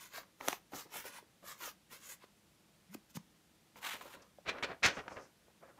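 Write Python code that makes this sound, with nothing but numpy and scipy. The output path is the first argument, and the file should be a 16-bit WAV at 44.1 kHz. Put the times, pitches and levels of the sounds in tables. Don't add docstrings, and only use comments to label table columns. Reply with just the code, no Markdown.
import sys
import numpy as np
from scipy import signal
from scipy.fft import rfft, irfft, next_fast_len
from scipy.io import wavfile

SR = 44100
rng = np.random.default_rng(int(sys.argv[2]) if len(sys.argv) > 2 else 0)


def wrap_up_sound(samples):
    columns = np.atleast_2d(samples).T
    tamed = np.clip(columns, -1, 1)
    steps = np.round(tamed * 32767).astype(np.int16)
    wavfile.write(sys.argv[1], SR, steps)


N = 255339
TIME = np.arange(N) / SR

# fastest_s, rise_s, fall_s, level_db, fibre_hiss_db (relative to the stroke), scrape_pitch_hz
STROKES = [(0.024, 0.059, 0.1, -56, -1, 2450), (0.172, 0.072, 0.074, -48.5, -7, 1610),
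           (0.501, 0.12, 0.098, -49, 0, 940), (0.779, 0.074, 0.092, -51, 0.5, 1280),
           (0.969, 0.079, 0.094, -48, -2.5, 2300), (1.069, 0.045, 0.047, -52, -1, 1900),
           (1.15, 0.088, 0.079, -55.5, -4, 1170), (1.178, 0.037, 0.039, -61.5, -3, 4700),
           (1.5, 0.085, 0.085, -53, -1, 1300), (1.658, 0.095, 0.085, -48, 0.5, 1250),
           (1.935, 0.046, 0.067, -54.5, 1.5, 2300), (2.05, 0.09, 0.083, -62, 4, 2000),
           (2.116, 0.073, 0.061, -55.5, 0.5, 2030), (2.236, 0.051, 0.028, -61, -11, 990),
           (2.932, .035, 0.051, -70.5, 4, 2200), (2.946, 0.011, 0.0054, -54.5, 3.5, 2270),
           (3.106, 0.018, 0.02, -70.5, 4.5, 2600), (3.167, 0.029, 0.012, -52.5, 2.5, 2980)]
# start_s, level_db
SHEET_PRESSES = [(0.132, -61), (0.174, -55), (0.401, -47), (0.719, -46.5), (0.848, -58), (0.916, -51.5),
                 (1.039, -50.5), (0.95, -59), (1.222, -68), (1.424, -55), (1.6, -54), (1.91, -58),
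                 (2.222, -66), (3.755, -55.5), (3.936, -48), (4.004, -56), (4.049, -51.5), (4.135, -53.5),
                 (4.196, -60)]
# start_s, level_db
PAPER_POPS = [(0.136, -45), (0.231, -47), (0.735, -34.5), (1.429, -56), (1.908, -51), (3.758, -45),
              (3.954, -38), (4.584, -34.5), (4.626, -28), (4.969, -32), (4.991, -32), (5.08, -27.5),
              (5.168, -40)]
# start_s, level_db, pitch_hz
SHEET_TAPS = [(0.181, -38, 690), (0.722, -44, 640), (0.733, -42.5, 257), (0.746, -41, 520),
              (0.752, -45, 150), (0.859, -52, 210), (0.919, -48.5, 620), (0.958, -44, 744),
              (1.062, -45.5, 490), (1.184, -47, 890), (1.226, -50.5, 500), (1.44, -50.5, 590),
              (1.676, -43, 550), (4.012, -41, 1040), (4.385, -46, 550), (5.482, -53.5, 476),
              (5.633, -50, 648), (5.701, -63, 1580), (5.782, -53, 900)]
# start_s, level_db, cutoff_hz
SHARP_CLICKS = [(.410, -31, 3520), (.478, -25.5, 3500), (.484, -13.5, 14800), (0.5288, -23.5, 5500),
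                (.532, -32, 980), (2.241, -42, 1400), (2.931, -47, 2800), (2.948, -40, 5000),
                (3.167, -46, 9100), (3.1714, -34.5, 7000)]
# time_s, level_db, pitch_hz
TABLE_HUM = [(2.88, -74, 180.8), (2.9, -52.5, 168.5), (2.94, -56, 222.6), (2.98, -51.5, 216),
             (3.0, -85, 200)]
# start_s, level_db, pitch_hz, t60_s
TABLE_KNOCKS = [(2.95, -38.5, 300, 0.007), (3.153, -44, 202, 0.06), (3.17, -33, 180, 0.024),
                (3.194, -52, 172, 0.072)]
# fastest_s, rise_s, fall_s, level_db
FINGER_SLIDES = [(3.164, 0.027, 0.023, -57), (4.226, 0.013, 0.014, -64.5), (4.96, 0.074, 0.092, -61.5),
                 (5.125, 0.055, 0.055, -64.5), (5.23, 0.11, 0.072, -67.5)]
# fastest_s, rise_s, fall_s, level_db
SLEEVE_SWEEPS = [(3.775, 0.025, 0.042, -59.5), (3.842, 0.038, 0.037, -52.5), (3.872, 0.053, 0.079, -43.5),
                 (3.928, 0.051, 0.069, -48.5), (4.03, 0.15, 0.12, -60.5), (4.142, 0.095, 0.039, -61.5)]
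# start_s, level_db
SLEEVE_CRINKLES = [(3.83, -39), (3.843, -37), (3.868, -29), (3.908, -36), (3.925, -33), (3.954, -37.5),
                   (4.01, -40.5), (4.137, -44)]
# start_s, swell_s, t60_s, level_db, crackle_db (relative to the bend)
SHEET_BENDS = [(4.448, 0.033, 0.23, -49, 0.5), (4.475, 0.0095, 0.18, -49.5, 8.5),
               (4.51, 0.064, 0.31, -50, -10), (4.624, 0.005, 0.15, -44.5, 7),
               (4.665, 0.042, 0.17, -47.5, -7), (4.822, 0.025, 0.33, -39, 10.5),
               (4.957, 0.025, 0.12, -45, -6.5), (5.02, 0.045, 0.35, -59, -15),
               (5.096, 0.018, 0.21, -52, -15), (5.158, 0.008, 0.29, -51, -12), (5.45, 0.039, 0.3, -74, -30),
               (5.605, 0.033, 0.18, -61.5, -33), (5.67, 0.017, 0.23, -62.5, -28),
               (5.772, 0.011, .3, -61.5, -33)]

# pitch_hz, level_db, t60_s
CONTACT_MODES = [(300, -23, 0.03), (950, -10.5, 0.019), (1180, 3, 0.0038), (2320, 1, 0.0032),
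                 (3570, 1, 0.0018), (6160, 6, 0.0017), (9050, -2.5, 0.0026), (11050, -13, .003),
                 (13500, -5, .0025)]
# frequency_hz, level_db (relative spectral density)
FLOOR_SPECTRUM = [(15, -47), (25, -61), (45, -10), (107, -8.5), (173, -3), (221, -4), (267, -13), (331, -5),
                  (359, -13), (495, -13.5), (1240, -18.5), (1340, -18.5), (3170, -19.5), (12200, -26.5),
                  (15500, -31.5)]
SHUDDER_SPECTRUM = [(30, -18.5), (70, -11.5), (130, -11), (220, 4.5), (400, -1), (600, 1.5), (800, -3),
                    (1300, -3), (3000, -49)]
RUB_SPECTRUM = [(300, -15), (600, -11), (1050, 3), (1600, 3.5), (2500, 1.5), (3300, -1.5), (4500, -4),
                (6800, -15), (8500, -32), (15000, -40)]
FIBRE_SPECTRUM = [(2000, -12), (4600, 1), (7000, 5), (8500, -1), (10400, 0), (12000, 2), (14000, 4),
                  (15500, -1.5)]
POP_SPECTRUM = [(60, -6), (250, -0.5), (700, 1.5), (1700, 4.5), (3000, -7.5), (6000, -20.5), (15000, -63)]
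CLOTH_SPECTRUM = [(30, -43), (200, -16), (550, -12.5), (850, -1.5), (1600, -0.5), (2900, -3), (4000, -7.5),
                  (5000, -15.5), (8000, -16.5), (15500, -26)]
FLAP_SPECTRUM = [(30, -30), (75, -7), (120, -8.5), (300, -1), (550, 4.5), (850, -2.5), (1300, -2.5),
                 (2400, -13.5), (3500, -31.5), (7000, -60)]
CRACKLE_SPECTRUM = [(400, -17), (1000, 0.5), (1500, 6.5), (2000, 5), (2400, 8), (3100, 3.5), (4500, 1.5),
                    (6500, -10), (8000, -14.5), (10500, -26), (15500, -31)]


def from_db(db):
    return np.exp(np.asarray(db) * np.log(10) / 20)


def rms_one(x):
    return x / np.sqrt(np.mean(x ** 2) + 1e-20)


def low_pass(x, hz):
    return signal.sosfilt(signal.butter(2, min(hz, .45 * SR), fs=SR, output="sos"), x)


def resonance(x, hz, width_hz):
    r = np.exp(-np.pi * width_hz / SR)
    poles = [1, -2 * r * np.cos(2 * np.pi * hz / SR), r * r]
    return signal.lfilter(np.array([1, 0, -1]) * (1 - r * r) / 2, poles, x)


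def ring(x, hz, t60_s):
    r, w = from_db(-60 / (t60_s * SR)), 2 * np.pi * hz / SR
    return signal.lfilter([0, np.sin(w)], [1, -2 * r * np.cos(w), r * r], x + 1e-18)


def coloured(x, spectrum):
    size = next_fast_len(len(x) + 4096, real=True) // 2 * 2
    hz, db = np.transpose(spectrum)
    bin_hz = np.maximum(np.arange(size // 2 + 1) * SR / size, 1)
    gain = from_db(np.interp(np.log(bin_hz), np.log(hz), db))
    cepstrum = irfft(np.log(gain))
    cepstrum[1:size // 2] *= 2
    cepstrum[size // 2 + 1:] = 0
    return irfft(rfft(x, size) * np.exp(rfft(cepstrum)))[:len(x)]


def drift(rate_hz):
    r = np.exp(-80 * np.pi * rate_hz / SR)
    slow = signal.lfilter([1], [1, -2 * r, r * r], rng.standard_normal(N // 40 + 2002))[2000:]
    return np.interp(np.arange(N) / 40, np.arange(len(slow)), rms_one(slow))


def shifting(x, depth_db, rate_hz):
    size = next_fast_len(N, real=True)
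    bin_hz = np.arange(size // 2 + 1) * SR / size
    quarter_octaves = 4 * np.log2(np.maximum(bin_hz, 250) / 250)
    whole = rfft(x, size)
    bands = [irfft(whole * np.maximum(1 - abs(quarter_octaves - k), 0), size)[:N] for k in range(26)]
    return rms_one(sum(band * from_db(depth_db * drift(rate_hz)) for band in bands))


def slips(per_s, spread_db):
    sizes = from_db(spread_db * np.minimum(rng.exponential(1, N), 4)) * rng.choice([-1, 1], N)
    return rms_one(sizes * (rng.random(N) < per_s / SR))


def glide(fastest_s, rise_s, fall_s, edge_db=-31.5, roundness=2.05):
    away = np.linspace(-2, 2, 81)
    bell = from_db(edge_db * abs(away) ** roundness)
    return np.interp(TIME, fastest_s + away * np.where(away < 0, rise_s, fall_s), bell, left=0, right=0)


def surge(start_s, attack_s, hold_s, t60_s):
    swell = np.sin(np.pi / 2 * np.clip((TIME - start_s) / attack_s, 0, 1))
    return swell * from_db(-60 * np.clip((TIME - start_s - attack_s - hold_s) / t60_s, 0, 2))


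def add(out, start_s, sound, peak_db):
    at = max(round(start_s * SR), 0)
    out[at:at + len(sound)] += from_db(peak_db) * sound[:N - at] / abs(sound).max()


def background():
    hiss = from_db(-69.16) * rms_one(coloured(rng.standard_normal(N), FLOOR_SPECTRUM))
    rumble = rms_one(resonance(rng.standard_normal(N), hz=181.4, width_hz=58))
    return hiss + rumble * from_db(-86.5 + 4.5 * drift(rate_hz=11))


def stroke_gains():
    sliding, fibre_gain = np.zeros((2, N))
    for fastest_s, rise_s, fall_s, level_db, hiss_db, _ in STROKES:
        stroke = from_db(level_db) * glide(fastest_s, rise_s, fall_s)
        sliding += stroke
        fibre_gain += from_db(hiss_db) * stroke
    pressing = sum(from_db(level_db) * surge(start_s, attack_s=0.0079, hold_s=0.013, t60_s=0.28)
                   for start_s, level_db in SHEET_PRESSES)
    shudder_gain = np.hypot(pressing, from_db(-8.5) * sliding)
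    rub_gain = np.hypot(sliding, from_db(-12.5) * pressing)
    return shudder_gain, rub_gain, fibre_gain


def rubbing():
    shudder_gain, rub_gain, fibre_gain = stroke_gains()
    shudder = coloured(slips(per_s=1100, spread_db=3.5), SHUDDER_SPECTRUM)
    shudder = from_db(-5.5) * shudder_gain * shifting(shudder, depth_db=3.0, rate_hz=18.0)
    rub = coloured(slips(per_s=3200, spread_db=2.5), RUB_SPECTRUM)
    fibres = coloured(slips(per_s=20000, spread_db=5.0), FIBRE_SPECTRUM)
    rub = from_db(-2.5) * rub_gain * shifting(rub, depth_db=2.8, rate_hz=5.0)
    fibres = from_db(0.5) * fibre_gain * shifting(fibres, depth_db=2.8, rate_hz=5.0)
    uneven_pressure = from_db(0.92 * drift(rate_hz=88))
    swish = shudder + uneven_pressure * (rub + fibres) + scrapes()
    lag_s = 0.002 * np.exp(0.099 * drift(rate_hz=1.77))
    return swish + 0.44 * np.interp(TIME - lag_s, TIME, swish)


def scrapes(gain_db=-6.5, pitch_sag=0.2):
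    out, catches = np.zeros(N), slips(per_s=700, spread_db=2.0)
    for fastest_s, rise_s, fall_s, level_db, _, pitch_hz in STROKES:
        speed = glide(fastest_s, rise_s, fall_s)
        ringing = rms_one(resonance(catches, pitch_hz, width_hz=440))
        slowed_time = np.cumsum(1 - pitch_sag * (1 - speed)) / SR
        out += from_db(level_db + gain_db) * speed * np.interp(slowed_time, TIME, ringing)
    return out


def pops(decay_s=0.0046, gain_db=-3.0):
    out, t = np.zeros(N), TIME[:SR // 20]
    for start_s, level_db in PAPER_POPS:
        shiver = rng.standard_normal(len(t)) * np.exp(-t / decay_s)
        add(out, start_s, coloured(shiver, POP_SPECTRUM), level_db + gain_db)
    return out


def taps(shiver=0.28, shiver_s=0.0034):
    out, t = np.zeros(N), TIME[:SR // 15]
    for start_s, level_db, pitch_hz in SHEET_TAPS:
        force = (t == 0) + shiver * rng.standard_normal(len(t)) * np.exp(-t / shiver_s)
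        patch = resonance(force, pitch_hz, width_hz=170)
        add(out, start_s, low_pass(patch, 2 * pitch_hz), level_db)
    return out


def clicks(chatter=0.33, chatter_s=0.0015):
    out, t = np.zeros(N), TIME[:SR // 15]
    for start_s, level_db, cutoff_hz in SHARP_CLICKS:
        force = (t == 0) + chatter * rng.standard_normal(len(t)) * np.exp(-t / chatter_s)
        modes = sum(from_db(mode_db + rng.standard_normal()) * ring(force, pitch_hz, t60_s)
                    for pitch_hz, mode_db, t60_s in CONTACT_MODES)
        add(out, start_s, low_pass(modes, cutoff_hz), level_db)
    return signal.sosfilt(signal.butter(3, 280, "high", fs=SR, output="sos"), out)


def table_top():
    time_s, hum_db, hum_hz = np.transpose(TABLE_HUM)
    dragging = from_db(np.interp(TIME, time_s, hum_db, left=-np.inf, right=-np.inf))
    phase = 2 * np.pi * np.cumsum(np.interp(TIME, time_s, hum_hz)) / SR
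    hum = np.sin(phase) * from_db(1.3 * drift(rate_hz=30))
    barrel = from_db(-22) * rms_one(resonance(rng.standard_normal(N), hz=2120, width_hz=190))
    out = dragging * (hum + barrel)
    blow = signal.unit_impulse(SR // 5)
    for start_s, level_db, pitch_hz, t60_s in TABLE_KNOCKS:
        thud = resonance(ring(blow, pitch_hz, t60_s), pitch_hz, width_hz=130)
        add(out, start_s, thud, level_db)
    return signal.sosfilt(signal.butter(2, 125, "high", fs=SR, output="sos"), out)


def fingertips():
    sliding = sum(from_db(level_db) * glide(*timing) for *timing, level_db in FINGER_SLIDES)
    hiss = rng.standard_normal(N)
    for _ in range(2):
        hiss = resonance(hiss, hz=5600, width_hz=2600)
    return sliding * rms_one(hiss)


def sleeve(nap_db=-52.5, nap_power=0.66):
    sweeping = sum(from_db(level_db) * glide(*timing) for *timing, level_db in SLEEVE_SWEEPS)
    weave = sweeping * rms_one(coloured(slips(per_s=5000, spread_db=2.0), CLOTH_SPECTRUM))
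    nap_gain = from_db(nap_db) * (sweeping / sweeping.max()) ** nap_power
    nap = nap_gain * rms_one(coloured(slips(per_s=22000, spread_db=3.0), FIBRE_SPECTRUM))
    return (weave + nap) * from_db(1.95 * drift(rate_hz=74))


def crinkles(decay_s=0.0045):
    out, t = np.zeros(N), TIME[:SR // 30]
    for start_s, level_db in SLEEVE_CRINKLES:
        spikes = rng.standard_normal(len(t)) ** 3 * np.exp(-t / decay_s)
        add(out, start_s, coloured(spikes, CLOTH_SPECTRUM), level_db)
    return out


def bend_gains(crackle_power=1.98):
    flap, crackle = np.zeros((2, N))
    for start_s, swell_s, t60_s, level_db, crackle_db in SHEET_BENDS:
        bending = surge(start_s, swell_s, hold_s=0.014, t60_s=t60_s)
        flap = np.hypot(flap, from_db(level_db) * bending)
        crackle = np.hypot(crackle, from_db(level_db + crackle_db) * bending ** crackle_power)
    return flap, crackle


def lifted_sheet():
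    flap_gain, crackle_gain = bend_gains()
    flap = coloured(slips(per_s=2000, spread_db=1.5), FLAP_SPECTRUM)
    flap = shifting(flap, depth_db=-1.5, rate_hz=34)
    bright = coloured(slips(per_s=3000, spread_db=3.0), CRACKLE_SPECTRUM)
    bright = shifting(bright, depth_db=2.5, rate_hz=3.8)
    dull = low_pass(coloured(slips(per_s=2000, spread_db=2.0), CRACKLE_SPECTRUM), hz=2600)
    tightness = crackle_gain / (crackle_gain + from_db(-45.5))
    crackle = tightness * bright + (1 - tightness) * rms_one(dull)
    air = rms_one(resonance(rng.standard_normal(N), hz=85, width_hz=110))
    puff = (flap_gain / flap_gain.max()) ** 2 * air
    return from_db(1.5) * flap_gain * flap + from_db(4.0) * crackle_gain * crackle + from_db(-43.5) * puff


def crease():
    snaps = rms_one(resonance(slips(per_s=1160, spread_db=5.0), hz=5960, width_hz=910))
    return from_db(-34.5) * surge(start_s=4.849, attack_s=0.0067, hold_s=0.0042, t60_s=0.088) * snaps


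def room(direct, t60_s=0.19, tail_db=-17, gap_s=0.004):
    t = TIME[:SR // 2]
    tail = low_pass(rng.standard_normal(len(t)) * (t > gap_s) * from_db(-60 * t / t60_s), hz=8500)
    return direct + from_db(tail_db) * signal.fftconvolve(direct, tail / np.linalg.norm(tail))[:N]


def scene():
    marker = clicks() + table_top()
    handling = marker + rubbing() + lifted_sheet() + pops() + fingertips()
    handling += sleeve() + crease() + taps() + crinkles()
    return (room(handling) + background())[None]


def record(dry, cutoff_hz=15600):
    return signal.sosfilt(signal.ellip(12, .1, 70, cutoff_hz, fs=SR, output="sos"), dry)


dry = scene()
out = record(dry)
wrap_up_sound(out)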